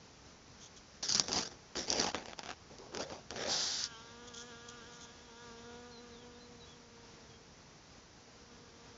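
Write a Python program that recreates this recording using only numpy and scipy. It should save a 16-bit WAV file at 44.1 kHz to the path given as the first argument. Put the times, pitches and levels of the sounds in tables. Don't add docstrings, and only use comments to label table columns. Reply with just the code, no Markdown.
import sys
import numpy as np
from scipy import signal
from scipy.fft import rfft, irfft
from scipy.io import wavfile

SR = 44100
rng = np.random.default_rng(int(sys.argv[2]) if len(sys.argv) > 2 else 0)


def output_pcm(signal):
    pcm = np.clip(np.atleast_2d(signal).T, -1, 1) * 32767
    wavfile.write(sys.argv[1], SR, np.round(pcm).astype(np.int16))


N = 395577
TIME = np.arange(N) / SR
EDGE_HZ = 7400

# frequency in Hz, relative level in dB.
THUD = [(25, -22), (70, -7.5), (130, -7.5), (230, -2.5), (350, -1.5), (560, 0.5), (660, 0.5), (850, 1),
        (1100, -10), (1500, -22), (3000, -51)]
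# frequency in Hz, relative level in dB.
SCRAPE = [(300, -22.5), (800, -20.5), (1200, -2.5), (1600, 1), (2100, -4), (2800, -3), (3500, -3),
          (4300, -18.5), (7000, -24.5)]
# frequency in Hz, relative level in dB.
RASP = [(1500, -52), (3000, -14), (4000, -8.5), (4750, 3.5), (5150, 0.5), (5600, 2.5), (6200, -0.5),
        (6800, -6), (7400, -10.5)]


def bee(takeoff_s=3.69, spin_up_s=0.28, hum_db=0.44, buzz_db=-2.5, rasp_db=-10, close_db=-58.5):
    # time in seconds, beats per second.
    hovering = [(3.85, 239.1), (3.96, 222.7), (4.02, 229.4), (4.3, 242.8), (4.34, 231.2), (4.49, 244.6),
                (4.53, 232.3), (4.77, 240.7), (4.84, 227.2), (4.88, 240.5), (5.11, 233.6), (5.13, 242.6),
                (5.21, 236.3), (5.25, 241.8), (5.34, 228.8), (5.42, 240.5), (5.53, 231.7), (5.88, 244.2),
                (5.97, 230.6), (6.02, 242.6), (6.17, 231.7), (6.19, 241.7), (6.51, 240.8), (6.62, 235)]
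    # time in seconds, beats per second.
    roaming = [(6.72, 242.4), (6.9, 234.6), (7.38, 227.7), (8.35, 240.4), (8.62, 238.8), (8.72, 229.8),
               (8.87, 238.3), (8.97, 232.5)]
    # time in seconds, relative levels of hum and buzz in dB.
    flight = [(3.88, -71, -52.5), (4.21, -59, -62), (4.55, -60, -56.5), (5.23, -67, -62.5),
              (5.47, -60, -58), (5.72, -56, -62.5), (6.47, -61.5, -71), (6.55, -61, -80),
              (6.71, -66.5, -69), (6.76, -65, -76), (6.98, -63.5, -72), (7.44, -71, -81), (7.47, -89, -80),
              (7.64, -92, -94), (8.39, -70, -93), (8.52, -66, -70), (8.76, -66.5, -68.5), (8.97, -64, -69)]
    # harmonic number, relative level in dB.
    hum_tone = [(1, -1), (2, 2), (3, -8), (4, -12), (5, -25.5), (7, -40), (10, -30), (14, -38), (30, -62)]
    # frequency in Hz, relative level in dB.
    buzz_tone = [(240, -33.5), (700, -24.5), (950, -6), (1190, -4), (1420, -4), (1660, -3), (1900, -17),
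                 (2400, -17.5), (3200, -12.5), (3800, -12.5), (4500, -18), (5500, -9.5), (7200, -15)]
    # time in seconds, centre of the nasal band in Hz, centre of the thin sizzle in Hz.
    tilt = [(3.89, 1430, 3100), (3.928, 1370, 2940), (4.05, 1430, 3800), (4.194, 1480, 3130),
            (4.332, 1190, 3360), (4.372, 1430, 3400), (4.748, 1460, 3150), (4.792, 1262, 3260),
            (4.842, 1470, 3193), (4.976, 1430, 3620), (5.248, 1502, 3240), (5.524, 1142, 3670),
            (5.652, 1406, 3467), (5.88, 1284, 3500)]

    (pitch,) = follow(np.vstack([hovering, roaming]))
    pitch = pitch * (1 + 0.004 * wander(rate_hz=25))
    phase = 2 * np.pi * np.cumsum(pitch) / SR + 0.049 * wander(rate_hz=82)
    hum_level, buzz_level = follow(flight)
    fullness = amp(1.4 * np.maximum(hum_level - close_db, 0) - 2)
    hum = amp(hum_level + hum_db + 0.87 * wander(rate_hz=12))
    buzz = amp(buzz_level + buzz_db + 0.5 * wander(rate_hz=16))
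    nasal_hz, sizzle_hz = follow(tilt)
    sizzle_db = 7 + 17 * np.exp(-abs(TIME - takeoff_s) / 0.18)
    out = amp(rasp_db) * buzz * wing_rasp(phase, sizzle_hz)
    for k in range(1, 31):
        boost_db = 5 * peak(k * pitch, nasal_hz, width_hz=100)
        boost_db += sizzle_db * peak(k * pitch, sizzle_hz, width_hz=290)
        push = hum * amp(read(hum_tone, k)) * (fullness if k > 2 else 1)
        flip = buzz * petal_fading(k) * amp(read(buzz_tone, k * pitch.mean()))
        out += amp(boost_db) * (push + flip) * np.sin(k * phase + 2 * np.pi * rng.random())
    takeoff = np.clip((TIME - takeoff_s) / spin_up_s, 0, 1)
    return takeoff * out


def wing_rasp(phase, centre_hz, width_hz=1100):
    puffs = (1 + np.cos(phase)) ** 2 * rng.standard_normal(N)
    return unit(resonate(resonate(puffs, centre_hz, width_hz), centre_hz, width_hz))


def petal_fading(k, depth_db=3.8):
    moments = np.linspace(0, TIME[-1], 25 * k)
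    chance = rng.standard_normal(len(moments)).clip(-3, 1.5)
    return unit(np.interp(TIME, moments, amp(depth_db * chance)))


def rubbing(thud_db=-1.5, scrape_db=0.83, hoot_width_hz=130, hoot_octaves_per_s=2.9):
    # start, strongest moment and end in seconds, relative levels of thud, scrape
    # and rasp in dB, coarse slips as a factor on the fine ones, hoot pitch in Hz, hoot level in dB.
    strokes = [ (1.026, 1.023, 1.13, -50.5, -50.5, -38, .35, 170, -64),
               (1.084, 1.098, 1.12, -50, -48.5, -32, .3, 160, -57),
               (1.104, 1.129, 1.154, -47, -52, -34, 0.34, 160, -56),
               (1.143, 1.157, 1.223, -47, -42.5, -33, 0.31, 166, -44.5),
               (1.202, 1.2, 1.32, -45, -54, -43.5, 0.73, 202, -54),
               (1.277, 1.289, 1.373, -42, -53, -46.5, 0.46, 231, -51),
               (1.316, 1.371, 1.493, -38, -43, -34.5, 0.67, 356, -49.5),
               (1.494, 1.513, 1.58, -52, -62, -57, 0.5, 340, -61),
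               (1.752, 1.776, 1.878, -38.5, -45.5, -37.5, 0.27, 335, -47.5),
               (1.88, 1.998, 2.125, -34.5, -41.5, -36, 0.32, 460, -48),
               (2.06, 2.063, 2.125, -41.5, -46, -47, 0.37, 814, -45.5),
               (2.133, 2.156, 2.267, -41, -48, -51.5, 1.05, 753, -49.5),
               (2.249, 2.304, 2.35, -48.5, -53, -55, 1.9, 740, -58),
               (2.378, 2.392, 2.425, -45, -53, -53.5, 1, 750, -59),
               (2.432, 2.517, 2.547, -49.5, -49.5, -53.5, 2.9, 772, -52),
               (2.698, 2.721, 2.78, -50, -67, -64, 0.39, 387, -66),
               (2.785, 2.798, 3.05, -53, -72, -67, 0.41, 374, -56),
               (2.92, 2.949, 3.2, -46.5, -56.5, -56.5, .4, 394, -47.5),
               (2.99, 3.022, 3.05, -45.5, -50.5, -44.5, 0.44, 550, -41.5),
               (3.095, 3.107, 3.25, -47, -60, -57, 0.77, 530, -54),
               (3.301, 3.309, 3.4, -43.5, -56, -54.5, 0.44, 403, -58),
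               (3.355, 3.432, 3.58, -42, -45.5, -45, 0.19, 502, -44), ]

    fine, coarse = slips(per_s=6000, spread_db=3), slips(per_s=260, spread_db=2.5)
    delay_s = 0.000688 * np.exp(0.27 * wander(rate_hz=5.8))
    fine, coarse = hand_echo(fine, delay_s), hand_echo(coarse, delay_s)
    clumps = unit(amp(2 * wander(rate_hz=124)))
    friction = rng.standard_normal(N)
    case, shell, port = amp(thud_db) * ring(THUD), amp(scrape_db) * ring(SCRAPE), ring(RASP)
    out = np.zeros(N)
    for start, crest, end, thud, scrape, rasp, grit, hoot_hz, hoot_db in strokes:
        span = slice(round(start * SR), round(end * SR))
        push = pressure(TIME[span] - start, crest - start, end - start)
        grains = unit((fine[span] + grit * coarse[span]) * clumps[span])
        body = amp(thud) * case + amp(scrape) * shell + amp(rasp) * port
        add(out, start, signal.oaconvolve(push * grains, body))
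        hz = hoot_hz * 2 ** (hoot_octaves_per_s * (TIME[span] - crest))
        hollow = resonate(resonate(friction[span], hz, hoot_width_hz), hz, hoot_width_hz)
        add(out, start, amp(hoot_db) * push * unit(hollow))
    return out


def slips(per_s, spread_db):
    size = amp(spread_db * np.minimum(rng.exponential(1, N), 4))
    return unit(size * rng.choice([-1, 1], N) * (rng.random(N) < per_s / SR))


def pressure(t, crest, length, bite_db=-8.5, ease_db=-20.5, edge_s=0.0019):
    rise_db = np.interp(t, [0, crest], [bite_db, 0])
    fall_db = ease_db * np.interp(t, [crest, length], [0, 1]) ** 1.41
    return gate(t, length, edge_s, edge_s) * amp(rise_db + fall_db)


def hand_echo(x, delay_s, share=0.41):
    return unit(x + share * np.interp(TIME - delay_s, TIME, x))


def slide(start_s=3.46, end_s=3.885, release_s=0.033):
    # frequency in Hz, relative level in dB.
    swish_tone = [(500, -46), (1000, -21), (1450, -7.5), (1800, -8), (2400, -16.5), (3000, -9),
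                  (3600, -2.5), (4200, -1.5), (4750, 3.5), (5400, 1), (6200, 0), (6800, -6.5), (7400, -4.5)]

    length = end_s - start_s
    t = np.clip(TIME - start_s, 0, length)
    grains = slips(per_s=22000, spread_db=3.5)
    thud = gate(t, length, attack_s=0.021, release_s=release_s) * amp(-40 - 65 * t)
    swish = gate(t, length, attack_s=0.062, release_s=release_s) * amp(-33 - 17 * t)
    return thud * coloured(grains, THUD) + swish * coloured(grains, swish_tone)


def snaps(gain_db=-1, rebound=0.22, rebound_s=0.00079, chatter_s=0.029):
    # time in seconds, relative levels of tick and knock in dB.
    releases = [(1.032, -24, -33.5), (1.0932, -16, -35), (1.1236, -15, -48), (1.1484, -12, -29.5),
                (1.153, -15, -45), (1.1974, -6, -21), (1.2834, -22.5, -30), (1.3306, -15.5, -30),
                (1.7553, -40, -29), (1.8769, -34, -39), (1.9028, -12, -41), (1.9279, -14, -29),
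                (2, -13.5, -30), (2.066, -24, -30), (2.146, -28, -19.5), (2.258, -36.5, -33),
                (2.3332, -43, -32), (2.3919, -26, -29.5), (2.4328, -36, -34), (2.4598, -34, -34),
                (2.4914, -34, -31), (2.7851, -37, -49), (2.9486, -28, -30.5), (2.9723, -26, -30),
                (3.101, -44, -39), (3.3065, -26.5, -30), (3.3606, -33.5, -31.5), (3.8406, -16, -54)]

    tick, knock = ring(RASP), ring(THUD) + ring(SCRAPE)
    tick, knock = tick / abs(tick).max(), knock / abs(knock).max()
    t, out = TIME[:SR // 20], np.zeros(N)
    for start, tick_db, knock_db in releases:
        slip = amp(-25 - 60 * t / chatter_s) * rng.standard_normal(len(t)) / 2
        slip[0] += 1
        slip[round(rebound_s * rng.uniform(.7, 1.3) * SR)] += rebound
        add(out, start, signal.oaconvolve(slip, amp(tick_db) * tick + amp(knock_db) * knock))
    return amp(gain_db) * out


def brushes():
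    # start in seconds, length in seconds, level in dB.
    sweeps = [(0.585, 0.11, -55.5), (0.758, 0.035, -55), (4.267, 0.029, -53.5), (4.334, 0.021, -50.5),
              (4.341, 0.11, -50), (4.68, 0.029, -50), (4.908, 0.084, -58.5), (4.988, 0.082, -54.5)]
    # frequency in Hz, relative level in dB.
    leaf_tone = [(1500, -25), (2800, -14), (3300, 4.5), (3900, -6), (4500, -7), (5500, 0.5), (6500, 5.5),
                 (7400, -5.5)]

    touch = np.zeros(N)
    for start, length, db in sweeps:
        add(touch, start, amp(db) * signal.windows.tukey(round(length * SR), .7))
    return touch * coloured(slips(per_s=4900, spread_db=3), leaf_tone)


def bird(gain_db=-2.5, warble=0.014, echo_db=-9, echo_s=0.32):
    # start and length in seconds, first and last pitch in Hz,
    # bend of the pitch at mid-note in Hz, relative level in dB.
    notes = [(5.907, .102, 4360, 3910, -11, -55), (6.103, .15, 4230, 3070, -100, -61),
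             (6.336, 0.051, 3595, 3590, 30, -62), (6.391, 0.077, 3850, 3850, 267, -57.5),
             (6.593, 0.0658, 4250, 3945, -200, -55.5), (6.662, .095, 3330, 3130, 184, -59),
             (7.288, .09, 3430, 3164, -30, -63)]

    song = np.zeros(N)
    waver = 1 + warble * wander(rate_hz=87)
    for start, length, first_hz, last_hz, bend_hz, db in notes:
        t = TIME[:round(length * SR)]
        hz = first_hz + (last_hz - first_hz) * t / length + bend_hz * np.sin(np.pi * t / length)
        cycles = np.cumsum(hz * waver[round(start * SR):][:len(t)]) / SR
        loudness = amp(db) * gate(t, length, attack_s=0.018, release_s=0.017)
        add(song, start, loudness * np.sin(2 * np.pi * cycles))
    t = TIME[:SR // 2]
    scatter = rng.standard_normal(len(t)) * amp(-60 * t / echo_s)
    echo = signal.oaconvolve(song, scatter / np.linalg.norm(scatter))[:N]
    return amp(gain_db) * (song + amp(echo_db) * echo)


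def air(level_db=-58, swell_db=0.7):
    # frequency in Hz, relative level in dB.
    air_tone = [(15, -50), (25, -9.5), (71, -3.5), (163, -5), (256, -7), (325, -10.5), (464, -8.5),
                (523, -12), (679, -13), (861, -13), (1420, -16), (1560, -16.5), (3410, -21), (5900, -15.5),
                (7300, -24.5), (9490, -52.5), (16100, -120)]

    loudness = amp(level_db + swell_db * wander(rate_hz=6.4))
    return loudness * unit(coloured(rng.standard_normal(N), air_tone))


def amp(db):
    return 10 ** (np.asarray(db) / 20)


def unit(x):
    return x / np.sqrt(np.mean(x ** 2) + 1e-20)


def read(points, hz):
    frequencies, db = np.transpose(points)
    return np.interp(np.log(hz + 0.0012), np.log(frequencies), db)


def follow(table):
    times, *columns = np.transpose(table)
    return [np.interp(TIME, times, column) for column in columns]


def add(mix, start_s, sound):
    part = mix[round(start_s * SR):][:len(sound)]
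    part += sound[:len(part)]


def gate(t, length, attack_s, release_s):
    return np.clip(np.minimum(t / attack_s, (length - t) / release_s), 0, 1)


def peak(hz, centre_hz, width_hz):
    return 1 / (1 + ((hz - centre_hz) / width_hz) ** 2)


def wander(rate_hz):
    hz = np.fft.rfftfreq(N, 1 / SR)
    return unit(irfft(rfft(rng.standard_normal(N)) / (1 + (hz / rate_hz) ** 4), N))


def ring(points, size=4096):
    hz = abs(np.fft.fftfreq(size, 1 / SR))
    log_gain = np.log(amp(read(points, hz)))
    spectrum = np.exp(np.conj(signal.hilbert(log_gain)))
    response = np.fft.ifft(spectrum).real[:size // 2]
    response = signal.sosfilt(signal.butter(8, EDGE_HZ, fs=SR, output="sos"), response)
    return response / np.linalg.norm(response)


def coloured(x, points):
    return signal.oaconvolve(x, ring(points))[:len(x)]


def resonate(x, hz, width_hz):
    turn = np.exp(2j * np.pi * np.cumsum(hz) / SR)
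    decay = np.exp(-np.pi * width_hz / SR)
    return 2 * (turn * signal.lfilter([1 - decay], [1, -decay], x / turn)).real


def scene():
    return (bee() + rubbing() + slide() + snaps() + brushes() + bird() + air())[None]


def record(dry):
    low_pass = signal.firwin(401, EDGE_HZ, window=("kaiser", 8), fs=SR)
    return signal.oaconvolve(dry, low_pass[None], "same")


dry = scene()
out = record(dry)
output_pcm(out)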